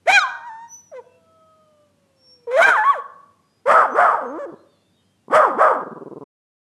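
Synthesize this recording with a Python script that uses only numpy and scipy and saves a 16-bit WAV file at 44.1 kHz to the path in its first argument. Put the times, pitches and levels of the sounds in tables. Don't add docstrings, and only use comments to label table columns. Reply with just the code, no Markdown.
import sys
import numpy as np
from scipy import signal
from scipy.fft import rfft, irfft, next_fast_len
from scipy.io import wavfile
from scipy.ndimage import uniform_filter1d, minimum_filter1d, map_coordinates

SR = 44100
rng = np.random.default_rng(int(sys.argv[2]) if len(sys.argv) > 2 else 0)


def transcribe(u):
    v = np.clip(np.atleast_2d(u).T, -1, 1)
    q = np.round(v * 32767).astype(np.int16)
    wavfile.write(sys.argv[1], SR, q)


N = 298851
END_S, TOP_HZ = 6.243, 14200

# freq_hz, density_db
FLOOR_SPECTRUM = [(30, -37.5), (60, -24), (78, -8.5), (97, 0), (120, -6), (180, 0.5), (400, -9),
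                  (1000, -16.5), (2000, -21), (9000, -27.5), (11700, -30.5), (14000, -52)]
FLOOR_DB = -64.5

# freq_hz, t60_s
TAIL_T60 = [(150, 0.45), (500, 0.73), (1100, 0.7), (1700, 0.5878), (3200, 0.42), (6000, 0.63), (12000, 0.2)]
# freq_hz, gain_db
TAIL_COLOUR = [(100, -4.5), (350, -0.5), (600, 0.5), (800, -3), (1100, 1.5), (1650, 5.5), (2000, -7.5),
               (2500, -3), (3300, 5), (4000, -2.5), (6000, -4.5), (12000, -10)]

# start_s, rise_s, fall_s, pitch_hz, end_pitch_hz, level_db
WHISTLES = [(.675, 0.072, .18, 5977, 5620, -38), (1.02, 0.14, .12, 2680, 2650, -66),
            (2.16, 0.18, .13, 5510, 5400, -49.5), (3.33, .27, .06, 4940, 4900, -73),
            (3.887, 0.059, .04, 6100, 6150, -55), (4.21, 0.1, .06, 6410, 6480, -63)]
# time_s, pitch_hz, level_db (before trim)
WHIMPER = [(1.04, 676, -56), (1.09, 667, -67), (1.372, 643, -58.5), (1.558, 632, -61.5),
           (1.83, 592.4, -59.5), (1.926, 577.5, -71), (2.344, 501, -65.5), (2.46, 471, -58.5)]
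# freq_hz, gain_db
NOSE_RESONANCE = [(1000, -16), (1210, -9.5), (1265, 2.5), (1300, -2), (1330, -21.5)]

# start_s, end_s, level_db (before mouth filter), first_flaps_per_s
GROWLS = [(4.522, 4.561, -39, 150), (5.283, 5.29, -36, 130), (5.811, 6.249, -35, 190)]
# freq_hz, width_hz, level_db
GROWL_THROAT = [(239.7, 150, -5), (387, 130, 3), (1014.4, 108, -4)]
STUTTER_S, BURST_S = .0497, .027
SLACK_FLAPS_PER_S, RELAX_S = 140, .1

# time_s, pitch_hz, level_db (before voice trim), overtones_db and rasp_db (both over level)
YELP_TRACK = [(.055, 297, -50, -8.5, -2), (.069, 510.3, -33.5, -11, -7.5), (.076, 607.2, -17.5, -8.5, -14),
              (.084, 681, -11.5, -9.5, -18.5), (.1, 776, -11, -6.5, -8), (.115, 751, -19, -1, -1),
              (.13, 805, -19.5, 5.5, -16), (.147, 817.7, -16.5, 4.5, -23), (.165, 806.7, -10, 0.5, -24.5),
              (.184, 739.5, -8, -12, -24.5), (.197, 682, -25, -9, -21)]
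WHINE_TRACK = [(.188, 1477, -9.5, -9, -27), (.2, 1277, -25, -3, -28), (.22, 1240, -19, -9, -29),
               (.25, 1043, -20, -30, -27), (.3, 959, -37, -20, -15), (.42, 915, -41.5, -40, -26.5),
               (.475, 973, -32, -27, -29.5), (.505, 882, -34, -31, -40), (.58, 904.3, -37.5, -29, -46),
               (.645, 935.5, -37.5, -25, -48), (.69, 932, -48, -26, -41)]
YIP_TRACK = [(.914, 697, -45.5, -14, -25), (.924, 650, -37.5, -37.5, -28), (.945, 525, -34, -30, -16),
             (.97, 511, -34.5, -10.5, -32), (.997, 479.4, -32.5, -29, -30), (1.015, 402, -54, -35, -5)]
HOWL_TRACK = [(2.469, 560, -37, -26.5, -23.5), (2.478, 475, -25.5, -37, -31.5), (2.505, 467, -24, -32, -26),
              (2.514, 496.5, -24.5, -16, -12.5), (2.56, 533, -14, -18.5, -27.5),
              (2.58, 645.6, -14.5, -14, -10.5), (2.603, 666, -9, -24, -8), (2.63, 750, -15, -2, -2),
              (2.655, 803, -7.5, -19.5, -20), (2.672, 795, -23.5, -6, 7.5), (2.692, 790.4, -17.5, -11, 7),
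              (2.722, 708, -11, -23.5, -14.5), (2.745, 646, -23.5, -21.5, -7.5)]
WAIL_TRACK = [(2.73, 1323, -18, -35.5, -14.5), (2.75, 1198, -18, -24.5, -11),
              (2.778, 869.6, -16, -29.5, -11), (2.815, 853.4, -16, -33.5, -20.5),
              (2.835, 867, -20.5, -33.5, -17.5), (2.848, 1069, -16.5, -32.5, -14),
              (2.905, 1145, -8.5, -33.5, -33), (2.93, 1017, -23.5, -23.5, -14), (2.955, 661, -27, -31, -10),
              (2.987, 491, -29, -23.5, -18), (3.01, 424.5, -54.5, -6, -4)]
MOAN_TRACK = [(4.21, 290.8, -33, -6, 0), (4.28, 231.6, -31, -8.5, -20), (4.378, 348.6, -30, -6, -25),
              (4.395, 592, -27.5, -20, -17.5), (4.45, 547, -27.5, -17.5, -18),
              (4.47, 343, -35, -27.5, -20.5), (4.5, 337, -35, -26, -10), (4.53, 247.7, -58.5, -18, -7)]

# freq_hz, gain_db
YELP_THROAT = [(900, -11), (1500, -0.5), (2000, 1), (2440, -5), (2750, -20.5), (3170, -14.5), (3550, -17.5),
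               (4050, -17), (4550, -31.5), (5200, -23.5), (6570, -23.5), (8500, -30.5), (11500, -38.5),
               (14000, -62)]
# freq_hz, gain_db
BARK_THROAT = [(500, 0.5), (800, 18), (1200, 17), (1750, -6.5), (2130, -18), (2400, -26.5), (2800, -30),
               (3290, -31.5), (3900, -44), (7850, -36.5), (11600, -58), (14000, -75)]
# freq_hz, density_db
YELP_RASP = [(40, -50.5), (130, -40), (330, -19.5), (520, -8.5), (800, -1.5), (1200, -2.5), (1600, 5),
             (1850, -6), (2200, -29), (4000, -70.5)]
# freq_hz, density_db
BARK_RASP = [(40, -47), (120, -28), (320, -29.5), (530, -1), (850, 1), (1230, 6), (1700, -0.5), (2100, -14),
             (2400, -24.5), (4000, -67.5)]
# freq_hz, density_db
YELP_HISS = [(40, -34.5), (200, -17.5), (1400, -20.5), (1950, -1), (2420, -2), (2750, -16), (3150, -8),
             (3500, -15.5), (4000, -14.5), (4500, -26), (6800, -20), (11400, -27.5), (14000, -54)]
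# freq_hz, density_db
BARK_HISS = [(40, -30.5), (200, -8), (1400, -22.5), (1900, 1), (2120, -3), (2400, -11.5), (2850, -17),
             (3350, -15.5), (3800, -30.5), (4900, -23.5), (6900, -30), (7900, -23), (11600, -36),
             (14000, -59.5)]
# octave_hz, gain_db
OCTAVE_PASS = [(1000, -7), (1750, 0.5), (1950, -6.5), (2200, -27)]

# start_s, lead_s, rise_s, fall_s, hold (exponent: 1 = straight fall, more = held, then dropped),
#        start_pitch_hz, top_pitch_hz, level_db (at top pitch, before voice trim), rasp_db,
#        late_octave_db (over fundamental), hiss_db, bite_db
BARKS = [(3.664, 0.011, 0.062, 0.14, 4.4, 487, 650.4, -14, 0.16, 13, -2.5, 5),
         (3.943, .06, 0.077, 0.18, 1.46, 340.3, 710.4, -15, 0.94, 17.5, -6.5, 1.5),
         (5.306, .011, .06, .14, 2.0, 235.3, 636.5, -13, -0.77, 3.5, -5.5, 12),
         (5.574, 0.058, .055, .135, 1.8, 288.8, 648.6, -14.5, 1, 6.5, -7.5, 3)]
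SLACK_HZ, SLACK_SAG_HZ_PER_S = 285.3, 900
LEAD_DB = 27
TRAIL_S, TRAIL_DB_PER_S = .075, 69
LOUDER_DB_PER_OCTAVE, HISSIER_DB_PER_OCTAVE = 12.5, 6
BARK_OVERTONES_DB, DULLER_DB_PER_OCTAVE = -26, 17
RASP_BUILD_S, RASP_BUILD_DB = 0.0083, 21.5
HISS_FADE_DB_PER_S = 42.5
BITE_S = 0.02
SLACK_RASP_DB_PER_OCTAVE = 1.5


def amp(db):
    return 10 ** (np.asarray(db) / 20)


def unit(x):
    return x / np.sqrt(np.mean(x ** 2) + 1e-20)


def along(points, hz):
    f, v = np.transpose(points)
    return np.interp(np.log(hz + 1), np.log(f + 1), v)


def curves(rows):
    s, *cols = np.transpose(rows)
    at = np.arange(max(int(s.min() * SR), 0), min(int(s.max() * SR), N))
    gate = np.clip(np.minimum(at - at[0], at[-1] - at) / (.004 * SR), 0, 1)
    return at, gate, [np.interp(at / SR, s, c) for c in cols]


def wobble(at, knots_per_s):
    knots = rng.standard_normal(4096)
    return map_coordinates(knots, [(at - at[0]) * knots_per_s / SR], mode="wrap")


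def cycles(hz):
    return 2 * np.pi * np.cumsum(hz) / SR


def colour(x, spectrum):
    m = next_fast_len(len(x) + SR // 10)
    gain = amp(along(spectrum, np.fft.rfftfreq(m, 1 / SR)))
    return irfft(rfft(x, m) * gain, m)[:len(x)]


def placed(at, sound):
    return np.bincount(at, sound, minlength=N)


def background(hum_hz=97, hum_db=-75):
    at = np.arange(N)
    hum_level = np.sqrt(2) * amp(hum_db + 2.5 * wobble(at, 2.4))
    hum = hum_level * np.sin(cycles(hum_hz * (1 + 0.012 * wobble(at, 12))))
    return hum + amp(FLOOR_DB) * unit(colour(rng.standard_normal(N), FLOOR_SPECTRUM))


def faint_tones(count=30, centre_hz=4000, centre_db=-75, sink=0.041):
    start_s, end_s, length_s, blur = 4.55, 5.25, .14, .014
    out, u = np.zeros(N), np.linspace(0, 1, int(length_s * SR))
    for when, pitch, glide, size in rng.uniform(-1.1, 1, (count, 4)):
        bend = 1 - sink * abs(glide) * u + blur * wobble(np.arange(len(u)), 200)
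        hz = centre_hz * (1 + .3 * pitch) * bend
        s = start_s + (end_s - start_s) * (when + 1) / 2 - length_s / 2
        tone = amp(centre_db + 5.9 * size) * np.sin(np.pi * u) ** 2 * np.sin(cycles(hz))
        out[round(s * SR):][:len(u)] += tone
    return out


def reverb(x, delay_s=0.02, build_s=0.024):
    hz, t, z = signal.stft(rng.standard_normal(SR + SR // 2), SR, nperseg=256)
    shape = amp(along(TAIL_COLOUR, hz)[:, None] - 60 * t / along(TAIL_T60, hz)[:, None])
    shape = shape * np.clip((t - delay_s) / build_s, 0, 1)
    tail = signal.istft(z * shape, SR, nperseg=256)[1]
    return signal.fftconvolve(x, tail / np.sqrt(SR / 10))[:N]


def whistles(octave_db=-26, half_db=-31, fade_db=26, scoop=.015, waver=.003):
    out = np.zeros(N)
    for start, rise, fall, hz, end_hz, db in WHISTLES:
        top = start + rise
        at, gate, (early, late) = curves([(start, 1, 0), (top, 0, 0), (top + fall, 0, 1)])
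        pitch_hz = hz * (1 - scoop * early + waver * wobble(at, 160)) + (end_hz - hz) * late ** 4
        phase = cycles(pitch_hz)
        halfway = np.sin(phase / 2) / 2 + np.sin(phase + phase / 2)
        level = gate * np.sqrt(2) * amp(db - fade_db * (early ** 2 + late ** 0.73))
        out[at] += level * (np.sin(phase) + amp(octave_db) * np.sin(2 * phase) + amp(half_db) * halfway)
    return out


def whimper(trim_db=0.9, fifth_harmonic_db=-20):
    at, gate, (hz, db) = curves(WHIMPER)
    phase = cycles(hz * (1 + 0.0033 * wobble(at, 42)))
    octave = amp(along(NOSE_RESONANCE, 2 * hz)) * np.sin(2 * phase)
    tone = np.sin(phase) + octave + amp(fifth_harmonic_db) * np.sin(5 * phase)
    return placed(at, gate * np.sqrt(2) * amp(db + trim_db) * tone)


def growl(scatter_s=0.00076, attack_s=.0009, swell_s=0.0011, stumble_s=.001):
    t, out = np.arange(SR // 10) / SR, np.zeros(N)
    for start, end, db, first_rate in GROWLS:
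        for s in np.arange(start, end - .005, STUTTER_S):
            length = min(BURST_S, end - s)
            rate = SLACK_FLAPS_PER_S + (first_rate - SLACK_FLAPS_PER_S) * np.exp((start - s) / RELAX_S)
            slips = rng.normal(0, scatter_s, size=8)
            flaps = np.arange(len(slips)) / rate
            struck = (flaps + np.abs(slips))[flaps < length - .004, None]
            age = np.maximum(t - struck, 0)
            ring = 0
            for hz, width, level in GROWL_THROAT:
                decay = np.exp(-np.pi * width * age)
                ring = ring - amp(level + rng.normal(0, 1.8)) * np.sin(2 * np.pi * hz * age) * decay
            burst = (ring * (1 - np.exp(-(age / attack_s) ** 2))).sum(0) * (1 - np.exp(-t / swell_s))
            rms = np.sqrt(np.sum(burst ** 2) / (length * SR))
            out[round((s + rng.normal(0, stumble_s)) * SR):][:len(t)] += amp(db) * burst / rms
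    return colour(out, [(40, -26), (130, -1.5), (250, 5.5), (1300, -7), (2200, -11.5), (5000, -26)])


def rattle(at, hz, phase, spectrum, lip_hz=950, opening=0.91, flicker_per_s=65):
    steps = np.arange(2, 29)[:, None] / 5
    lines_hz = steps * hz
    gains = amp(along(spectrum, lines_hz)) / np.sqrt(1 + (lines_hz / (lip_hz + opening * hz)) ** 10)
    gains /= np.linalg.norm(gains, axis=0)
    total = np.zeros(len(at))
    for k, gain in zip(steps, gains):
        sine = wobble(at, flicker_per_s) * np.sin(k * phase)
        cosine = wobble(at, flicker_per_s) * np.cos(k * phase)
        total += gain * (sine + cosine)
    return unit(total)


def folds(at, hz, db, octave_db, upper_db, rasp_db, hiss_db, colours, jitter, tilt_db, clear_hz=7500):
    throat, rasp, hiss = colours
    rough = amp(rasp_db) / np.sqrt(1 + amp(upper_db) ** 2 + amp(rasp_db) ** 2)
    phase = cycles(hz * (1 + jitter * rough * wobble(at, 350)))
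    first = 1 / np.sqrt(1 + amp(octave_db) ** 2)
    orders = np.arange(3, 21)[:, None]
    upper = amp(along(throat, orders * hz) + tilt_db * np.log2(orders)) * (orders * hz < TOP_HZ)
    upper /= np.sqrt(1 + (orders * hz / clear_hz) ** 10)
    upper *= amp(upper_db) / np.linalg.norm(upper, axis=0)
    tone = np.zeros(len(at))
    for k, gain in enumerate([first, first * amp(octave_db), *upper], 1):
        level = np.sqrt(2) * gain * (1 + 0.82 * rough * wobble(at, 160))
        tone += level * np.sin(k * phase + rng.uniform(0, 2 * np.pi))
    puffs = (1 + 0.51 * np.cos(phase)) * amp(0.83 * wobble(at, 200))
    breath = unit(colour(puffs * rng.standard_normal(len(at)), hiss))
    air = amp(hiss_db + (upper_db + rasp_db) / 2) * breath
    return amp(db) * (tone + air + amp(rasp_db) * rattle(at, hz, phase, rasp))


def falsetto(rows, colours, octave_db, jitter, tilt_db, purer_db, hiss_db):
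    at, gate, (hz, db, upper_db, rasp_db) = curves(rows)
    slope_db = tilt_db - purer_db * np.log2(hz / np.median(hz))
    passed_db = octave_db + along(OCTAVE_PASS, 2 * hz)
    sound = folds(at, hz, db, passed_db, upper_db, rasp_db, hiss_db, colours, jitter, slope_db)
    return placed(at, gate * sound)


def cry(rows, colours, flip_at_s, flip_s, before_db, after_db, jitter, tilt_db, hiss_db):
    at, gate, (hz, db, upper_db, rasp_db) = curves(rows)
    octave_db = before_db + (after_db - before_db) * (1 + np.tanh((at / SR - flip_at_s) / flip_s)) / 2
    sound = folds(at, hz, db, octave_db, upper_db, rasp_db, hiss_db, colours, jitter, tilt_db)
    return placed(at, gate * sound)


def bark(row, colours, flip_after_s=0.037, flip_s=0.049, chest_db=-9, jitter=.05, tilt_db=-3):
    (start, lead, rise, fall, hold, start_hz, top_hz,
     level_db, rasp_db, late_db, hiss_db, bite_db) = row
    at, gate, _ = curves([(start - lead,), (start + rise + fall + TRAIL_S,)])
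    age = at / SR - start
    falling, trailing = np.maximum(age - rise, 0), np.maximum(age - rise - fall, 0)

    arch_hz = start_hz + (top_hz - start_hz) * np.sin(np.pi / 2 * np.clip(age / rise, -.15, 1))
    drop_hz = (top_hz - SLACK_HZ) * np.minimum(falling / fall, 1) ** hold
    hz = np.maximum(arch_hz - drop_hz - SLACK_SAG_HZ_PER_S * trailing, SLACK_HZ / 2)
    octaves = np.log2(hz / top_hz)

    fade_db = LEAD_DB * np.minimum(age / lead, 0) ** 2 + TRAIL_DB_PER_S * trailing
    db = level_db + LOUDER_DB_PER_OCTAVE * octaves - fade_db
    flip = (1 + np.tanh((age - rise - flip_after_s) / flip_s)) / 2
    octave_db = chest_db + (late_db - chest_db) * flip
    upper_db = BARK_OVERTONES_DB - DULLER_DB_PER_OCTAVE * octaves

    clean_db = RASP_BUILD_DB * np.exp(-np.maximum(age, 0) / RASP_BUILD_S)
    hoarse_db = rasp_db - SLACK_RASP_DB_PER_OCTAVE * octaves - clean_db
    bite = bite_db * np.exp(-((age - .88 * rise) / BITE_S) ** 2)
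    air_db = hiss_db + HISSIER_DB_PER_OCTAVE * octaves - HISS_FADE_DB_PER_S * falling + bite
    sound = folds(at, hz, db, octave_db, upper_db, hoarse_db, air_db, colours, jitter, tilt_db)
    return placed(at, gate * sound)


def voice(trim_db=-0.7):
    bright, dark = (YELP_THROAT, YELP_RASP, YELP_HISS), (BARK_THROAT, BARK_RASP, BARK_HISS)
    calls = [
        cry(YELP_TRACK, bright, flip_at_s=0.15, flip_s=.045, before_db=-17, after_db=19.5,
            jitter=.008, tilt_db=-1.5, hiss_db=-3),
        falsetto(WHINE_TRACK, bright, octave_db=-11.5, jitter=.008, tilt_db=3.5, purer_db=22.5, hiss_db=-6.5),
        cry(YIP_TRACK, bright, flip_at_s=0.98, flip_s=0.017, before_db=-22, after_db=-2.5,
            jitter=0.013, tilt_db=0, hiss_db=-5),
        cry(HOWL_TRACK, bright, flip_at_s=2.616, flip_s=.005, before_db=-16, after_db=17.5,
            jitter=.012, tilt_db=-0.24, hiss_db=-6),
        falsetto(WAIL_TRACK, bright, octave_db=-3.0, jitter=.03, tilt_db=-22, purer_db=4, hiss_db=-3),
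        cry(MOAN_TRACK, dark, flip_at_s=4.34, flip_s=0.05, before_db=8.5, after_db=-12.5,
            jitter=0.037, tilt_db=4.5, hiss_db=-18)]
    barks = [bark(row, dark) for row in BARKS]
    return amp(trim_db) * (sum(calls) + sum(barks))


def scene():
    puppy = voice() + whimper() + whistles() + growl()
    return (puppy + amp(-9) * reverb(puppy) + faint_tones() + background())[None]


def record(dry):
    ceiling = .72
    needed = ceiling / np.maximum(np.abs(dry), ceiling)
    held = minimum_filter1d(needed, size=201)
    limited = dry * uniform_filter1d(uniform_filter1d(held, size=101), size=101)
    limited = limited * np.clip((END_S - np.arange(N) / SR) / .003, 0, 1)
    m = next_fast_len(N + SR // 2)
    cutoff = np.clip((TOP_HZ + 200 - np.fft.rfftfreq(m, 1 / SR)) / 300, 0, 1)
    return irfft(rfft(limited, m) * cutoff, m)[..., :N]


dry = scene()
out = record(dry)
transcribe(out)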